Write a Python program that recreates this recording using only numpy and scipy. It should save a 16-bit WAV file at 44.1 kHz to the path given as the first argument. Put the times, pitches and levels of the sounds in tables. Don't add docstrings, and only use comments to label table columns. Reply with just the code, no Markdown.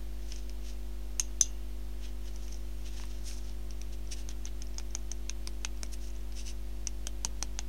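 import sys
import numpy as np
from scipy import signal
from scipy.fft import rfft, irfft, next_fast_len
from scipy.io import wavfile
from scipy.ndimage import map_coordinates

SR = 44100
rng = np.random.default_rng(int(sys.argv[2]) if len(sys.argv) > 2 else 0)


def store_pcm(level_fs):
    pcm = np.round(np.clip(level_fs, -1, 1) * 32767).astype(np.int16)
    wavfile.write(sys.argv[1], SR, np.atleast_2d(pcm).T)


N = 338996

# t/s, tool ring/dB, ring f/Hz, force on the wax/dB, snap f/Hz, crunch/dB, jar knock/dB, knock f/Hz
DABS = [(0.3203, -30.5, 5540, -46, 3000, -61.5, -57, 905), (0.3598, -35, 6100, -55, 3000, -63, -67, 850),
        (0.4946, -38, 5740, -53.5, 3000, -58, -66, 850), (2.3595, -38.5, 5940, -59, 3000, -58, -68, 850),
        (2.48, -41, 5860, -54, 3000, -64, -66, 850), (2.524, -36, 5840, -61, 3000, -60, -66, 850),
        (2.5432, -37.5, 5800, -59, 3000, -61, -66, 850), (2.9975, -51, 6340, -51, 1800, -60, -49, 960),
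        (3.036, -51, 6100, -48.5, 1900, -60, -49, 1010), (3.0535, -48, 5500, -70, 3000, -54, -68, 850),
        (3.3103, -47, 6100, -46.5, 2300, -62, -68, 850), (3.4945, -43, 5420, -56, 3000, -61, -64, 850),
        (3.7063, -35.5, 5570, -55, 3000, -58, -71, 850), (3.8146, -34, 5800, -48, 2450, -53, -67, 850),
        (4.2883, -30.5, 6260, -47, 4400, -51, -55, 800), (4.4535, -26.5, 6200, -52, 3500, -56, -55, 850),
        (4.6197, -30, 5950, -50.5, 3000, -52, -66, 850), (4.782, -23.5, 5950, -46, 2550, -51, -49.5, 785),
        (4.7975, -42, 5900, -46, 2400, -55, -52, 850),
        (4.9497, -19.5, 6160, -42.5, 3100, -45.5, -44.5, 814),
        (5.115, -22.5, 6100, -45.5, 3100, -47, -53, 720), (5.2946, -22, 6200, -36, 2620, -47, -50, 1050),
        (5.473, -26.5, 5600, -41, 4650, -42, -47.5, 980), (5.6474, -21, 6020, -31, 2450, -42.5, -42, 900),
        (5.8316, -26, 6060, -41.5, 2580, -40, -45, 666), (6.3223, -42, 5430, -55, 3000, -65, -68, 850),
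        (6.8704, -17.5, 6070, -40, 2800, -40.5, -53.5, 900),
        (7.0689, -24, 6100, -37.5, 3100, -38, -46, 560), (7.2474, -15, 6380, -33.5, 4670, -35, -37, 890),
        (7.425, -18.5, 6070, -34.5, 4320, -37, -39, 825), (7.5889, -21.5, 6160, -35, 2850, -47, -42, 810)]
# f/Hz, width/Hz, level/dB
CRUNCH_BANDS = [(8300, 600, 0), (9830, 700, -3.5), (11000, 700, -12), (13000, 1200, -18),
                (15900, 2100, -21)]


def amp(db):
    return 10 ** (np.asarray(db) / 20)


def unit(x):
    return x / np.sqrt(np.mean(x ** 2) + 1e-20)


def unit_energy(x):
    return x / np.sqrt(np.sum(x ** 2) + 1e-20)


def along(points, hz):
    f, v = np.transpose(points)
    return np.interp(np.log(hz + 1), np.log(f + 1), v)


def wobble(count, rate):
    knots = rng.standard_normal(int(count * rate / SR) + 4)
    return map_coordinates(knots, [np.arange(count) * rate / SR])


def filtered(x, response):
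    m = next_fast_len(len(x) + 4096)
    return irfft(rfft(x, m) * response(np.fft.rfftfreq(m, 1 / SR)), m)[:len(x)]


def resonate(x, modes):
    m = 2 * next_fast_len(len(x) // 2 + 1024)
    f = np.fft.rfftfreq(m, 1 / SR)
    power = sum(amp(db) ** 2 / (1 + ((f - hz) / width) ** 2 / 2) ** 4 for hz, width, db in modes)
    cepstrum = irfft(np.log(power + 1e-10) / 2)
    causal = np.r_[cepstrum[0], 2 * cepstrum[1:m // 2], np.zeros(m // 2)]
    return irfft(rfft(x, m) * np.exp(rfft(causal)), m)[:len(x)]


def contact(t, decay_s, grit):
    settling = unit_energy(rng.standard_normal(len(t)) * np.exp(-t / decay_s))
    return (t == 0) + grit * settling


def add(track, s, sound):
    start = max(round(s * SR), 0)
    part = sound[:max(len(track) - start, 0)]
    track[start:start + len(part)] += part


def in_room(x, wet_db, gap_s=.003):
    # f/Hz, t60/s
    decay = [(200, 0.3), (1200, 0.01), (3000, 0.0948), (6200, 0.07), (9000, 0.06), (13000, 0.26)]
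    # f/Hz, level/dB
    colour = [(150, 7), (800, 5), (1800, 6.5), (3200, 4), (4600, -0.5), (6200, -5), (8500, 5), (11000, -6),
              (14000, -10)]
    hz, t, spectra = signal.stft(rng.standard_normal(SR // 3), SR, nperseg=256)
    fade = amp(-60 * t / along(decay, hz)[:, None])
    tail = unit_energy(signal.istft(spectra * fade, SR, nperseg=256)[1])
    tail = filtered(tail, lambda f: amp(along(colour, f)))
    return signal.fftconvolve(x, np.r_[1, np.zeros(round(gap_s * SR)), amp(wet_db) * tail])


def hum(mains_hz=49.96, dispersion=0.1):
    # multiple of the mains frequency, rms level/dB
    harmonics = [(1, -39.5), (2, -69.5), (3, -61), (4, -84), (5, -59), (6, -75.5), (7, -60.5), (8, -79),
                 (9, -73.5), (10, -81.5), (11, -70), (12, -82.5), (13, -71), (15, -74), (17, -79),
                 (19, -78), (21, -85), (23, -84.5), (25, -82.5)]
    phase = 2 * np.pi * mains_hz * np.arange(N) / SR
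    return sum(amp(db) * np.sqrt(2) * np.cos(k * phase - dispersion * k ** 2) for k, db in harmonics)


def hiss(level_db=-58.0):
    # f/Hz, relative density/dB
    spectrum = [(20, -1), (80, 8), (200, 11.5), (400, 7.5), (700, 3.5), (1200, 1), (2000, 0.5), (3000, 1),
                (4500, -1.5), (6200, -2), (7500, -5), (11000, -7), (12300, -4.5), (13500, -8)]
    noise = filtered(rng.standard_normal(N), lambda f: amp(along(spectrum, f)))
    return amp(level_db) * unit(noise)


def stroke(centre, length, level, dull_db, firm_db=-49, treble_db=-6.0, treble_growth=1.43,
           slips_per_s=700, catches_per_s=70, catch_db=3.0):
    t = np.arange(-1.5 * length, 1.5 * length, 1 / SR)
    catching = unit(amp(catch_db * wobble(len(t), catches_per_s)))
    swell = np.exp(-(t / (0.9 * length)) ** 2) * catching
    slips = unit((rng.random(len(t)) < slips_per_s / SR) * rng.uniform(-0.73, 1, len(t)))
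    friction = slips + 1.4 * rng.standard_normal(len(t))
    treble_level = firm_db + treble_growth * (level - firm_db) + treble_db
    parts = [(level, [(5450, 710, -1.5), (6130, 920, 0.47)]),
             (level + dull_db, [(1720, 530, -6.0), (2950, 670, -0.5), (3900, 710, -3.5)]),
             (treble_level, [(8470, 600, 0.0), (10200, 1800, -1.0), (12800, 2000, -12)])]
    sound = sum(amp(db) * unit(resonate(friction, body)) for db, body in parts)
    return centre + t[0], in_room(swell * sound, wet_db=-7)


def rubs(smear_delay_s=.017, smear_length_s=.016, smear_db=-64.5, smear_growth=0.3, firm_dab_db=-28):
    # centre t/s, length/s, level/dB, dull part re level/dB
    glove_strokes = [(0.325, 0.11, -58.5, -3.5), (0.688, 0.058, -58, -1.5), (2.048, 0.043, -59, 3),
                     (2.275, 0.023, -58.5, -0.5), (2.47, 0.2, -62.5, -6.5), (2.872, 0.029, -57.5, 0.5),
                     (2.985, 0.072, -58, -0.5), (3.05, 0.35, -63.5, -4), (3.134, 0.04, -61, -1),
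                     (3.276, 0.041, -50.5, -7), (3.339, 0.055, -52.5, -8.5), (3.461, 0.077, -62.5, -3),
                     (3.938, 0.014, -56, -3), (4.191, 0.028, -53, -2.5), (4.308, 0.012, -54, 0),
                     (4.473, 0.014, -59, 5.5), (5.936, 0.014, -48.5, -9.5), (6.049, 0.042, -56, -7)]
    smears = [(s + smear_delay_s, smear_length_s, smear_db + smear_growth * (force - firm_dab_db), 0.0)
              for s, _, _, force, *_ in DABS]
    out = np.zeros(N)
    for centre, length, level, dull_db in glove_strokes + smears:
        add(out, *stroke(centre, length, level, dull_db))
    return out


def dabs(ring_db=12, crack_db=21.5, crunch_db=21, knock_db=22, thud_db=16, onset_delay_s=.0009,
         snap_width_hz=260, snap_db=3.5):
    # multiple of the ring pitch, width/Hz, level/dB
    tool_modes = [(.9, 383, -4.5), (0.999, 340, 2.5), (1.08, 328, -1.5)]
    # f/Hz, width/Hz, level/dB
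    wax_modes = [(1593, 340, -2.5), (2340, 310, 2), (2940, 380, -3.5), (3600, 630, -2), (4510, 830, -2.5)]
    # multiple of the knock pitch, width/Hz, level/dB
    jar_modes = [(1, 142, 3), (1.4, 500, -5.5)]
    # f/Hz, width/Hz, level/dB
    table_modes = [(194, 53, 5.5), (300, 146, 5), (500, 88, -8)]
    out, t = np.zeros(N), np.arange(SR // 16) / SR
    for s, ring, ring_hz, force, snap_hz, crunch, knock, knock_hz in DABS:
        tool = [(ring_hz * ratio, width, db) for ratio, width, db in tool_modes]
        jar = [(knock_hz * ratio, width, db) for ratio, width, db in jar_modes]
        wax = wax_modes + [(snap_hz, snap_width_hz, snap_db)]
        push = (knock + crunch) / 2
        parts = [(ring + ring_db, tool), (force + crack_db, wax),
                 (crunch + crunch_db, CRUNCH_BANDS), (push + thud_db, table_modes)]
        hit = sum(amp(db) * unit_energy(resonate(contact(t, decay_s=0.0018, grit=0.68), body))
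                  for db, body in parts)
        hit += amp(knock + knock_db) * unit_energy(resonate(contact(t, decay_s=0.0017, grit=0.32), jar))
        add(out, s + onset_delay_s, in_room(hit, wet_db=-10))
    return out


def clinks(hold_s=0.0031, rise_s=0.00032, ring_t60_s=0.097):
    # t/s, burst energy/dB, main mode f/Hz, overtones/dB, after-ring/dB
    strikes = [(1.197, 0, 6400, -1, -9.5), (1.411, 7, 6215, 1.5, -2)]
    # f/Hz, width/Hz, level/dB
    overtone_modes = [(1290, 770, -13.5), (2800, 450, -5.5), (3630, 640, -4), (5430, 500, 2.5),
                      (6800, 400, 9), (8040, 280, -2.5), (8820, 350, 5), (10040, 430, -0.5),
                      (11080, 560, -5), (12900, 470, -8), (15200, 630, -19)]
    # f/Hz, width/Hz, level/dB, t60/s
    clusters = [(2840, 150, -19, 0.46), (3480, 230, -11, 0.17), (4120, 150, -14, 0.17),
                (4970, 220, -13, 0.17), (5730, 200, -8, 0.15), (6100, 190, -9.5, 0.25),
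                (6450, 170, -3.5, 0.2), (7300, 250, -16, 0.18), (9100, 400, -27, 0.21)]
    out, t = np.zeros(N), np.arange(SR // 4) / SR
    for s, burst_db, hz, overtones_db, after_db in strikes:
        main_mode = np.sin(2 * np.pi * hz * t)
        burst = main_mode * (1 - np.exp(-t / rise_s)) * np.exp(-(t / hold_s) ** 2)
        overtones = resonate(contact(t, decay_s=0.0015, grit=1.0), overtone_modes)
        blow = amp(burst_db) * unit_energy(burst) + amp(overtones_db) * unit_energy(overtones)
        after_ring = unit_energy(main_mode * amp(-60 * t / ring_t60_s))
        for f, width, level, t60 in clusters:
            beating = resonate(rng.standard_normal(len(t)), [(f, width, 0)])
            after_ring += amp(level) * unit_energy(beating * amp(-60 * t / t60))
        add(out, s, in_room(blow, wet_db=-8))
        add(out, s, amp(after_db) * unit_energy(after_ring))
    return out


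def sticky_ticks(spread_db=6.5):
    # start t/s, end t/s, rate/Hz, energy/dB
    spells = [(3.902, 6.0, 7, -36), (6.052, 6.25, 24, -32)]
    out, t = np.zeros(N), np.arange(SR // 100) / SR
    for start, end, rate, level in spells:
        for slot in np.arange(start, end, 1 / rate):
            late, size, pitch = rng.uniform(-1, 1, 3)
            body = [(5900 * (1 + .06 * pitch), 500, 0), (3200, 1000, -13)]
            tick = unit_energy(resonate(contact(t, decay_s=0.0009, grit=0.5), body))
            add(out, slot + late / rate / 2, in_room(amp(level + spread_db * size) * tick, wet_db=-8))
    return out


def scrapes(rise=0.49, fall=0.67, slips_per_s=1600, spread_db=4):
    # peak t/s, length/s, level/dB, crunch re level/dB
    drags = [(4.125, 0.024, -40.5, -8.5), (6.388, 0.054, -47.5, -10), (6.481, 0.045, -45.5, -10)]
    # f/Hz, width/Hz, level/dB
    steel_modes = [(2030, 850, -13.5), (2880, 530, -4), (3860, 440, -5.5), (4760, 340, -4),
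                   (5420, 330, 1.5), (6060, 410, 2.5), (6950, 350, -7)]
    out = np.zeros(N)
    for s, length, level, crunch_db in drags:
        t = np.arange(-length, 2 * length, 1 / SR)
        pressure = np.exp(-(t / (length * np.where(t < 0, rise, fall))) ** 2)
        slips = (rng.random(len(t)) < slips_per_s / SR) * amp(spread_db * rng.standard_normal(len(t)))
        friction = pressure * (unit(slips) + 0.73 * rng.standard_normal(len(t)))
        steel = unit_energy(resonate(friction, steel_modes))
        crunch = amp(crunch_db) * unit_energy(resonate(friction, CRUNCH_BANDS))
        sound = amp(level) * np.linalg.norm(pressure) * (steel + crunch)
        add(out, s + t[0], in_room(sound, wet_db=-9))
    return out


def scene():
    return (clinks() + dabs() + scrapes() + rubs() + sticky_ticks() + hum() + hiss())[None]


def record(dry):
    top_hz, dc_offset = 16000, -.0127
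    return filtered(dry[0], lambda f: 1 / (1 + (f / top_hz) ** 120))[None] + dc_offset


dry = scene()
out = record(dry)
store_pcm(out)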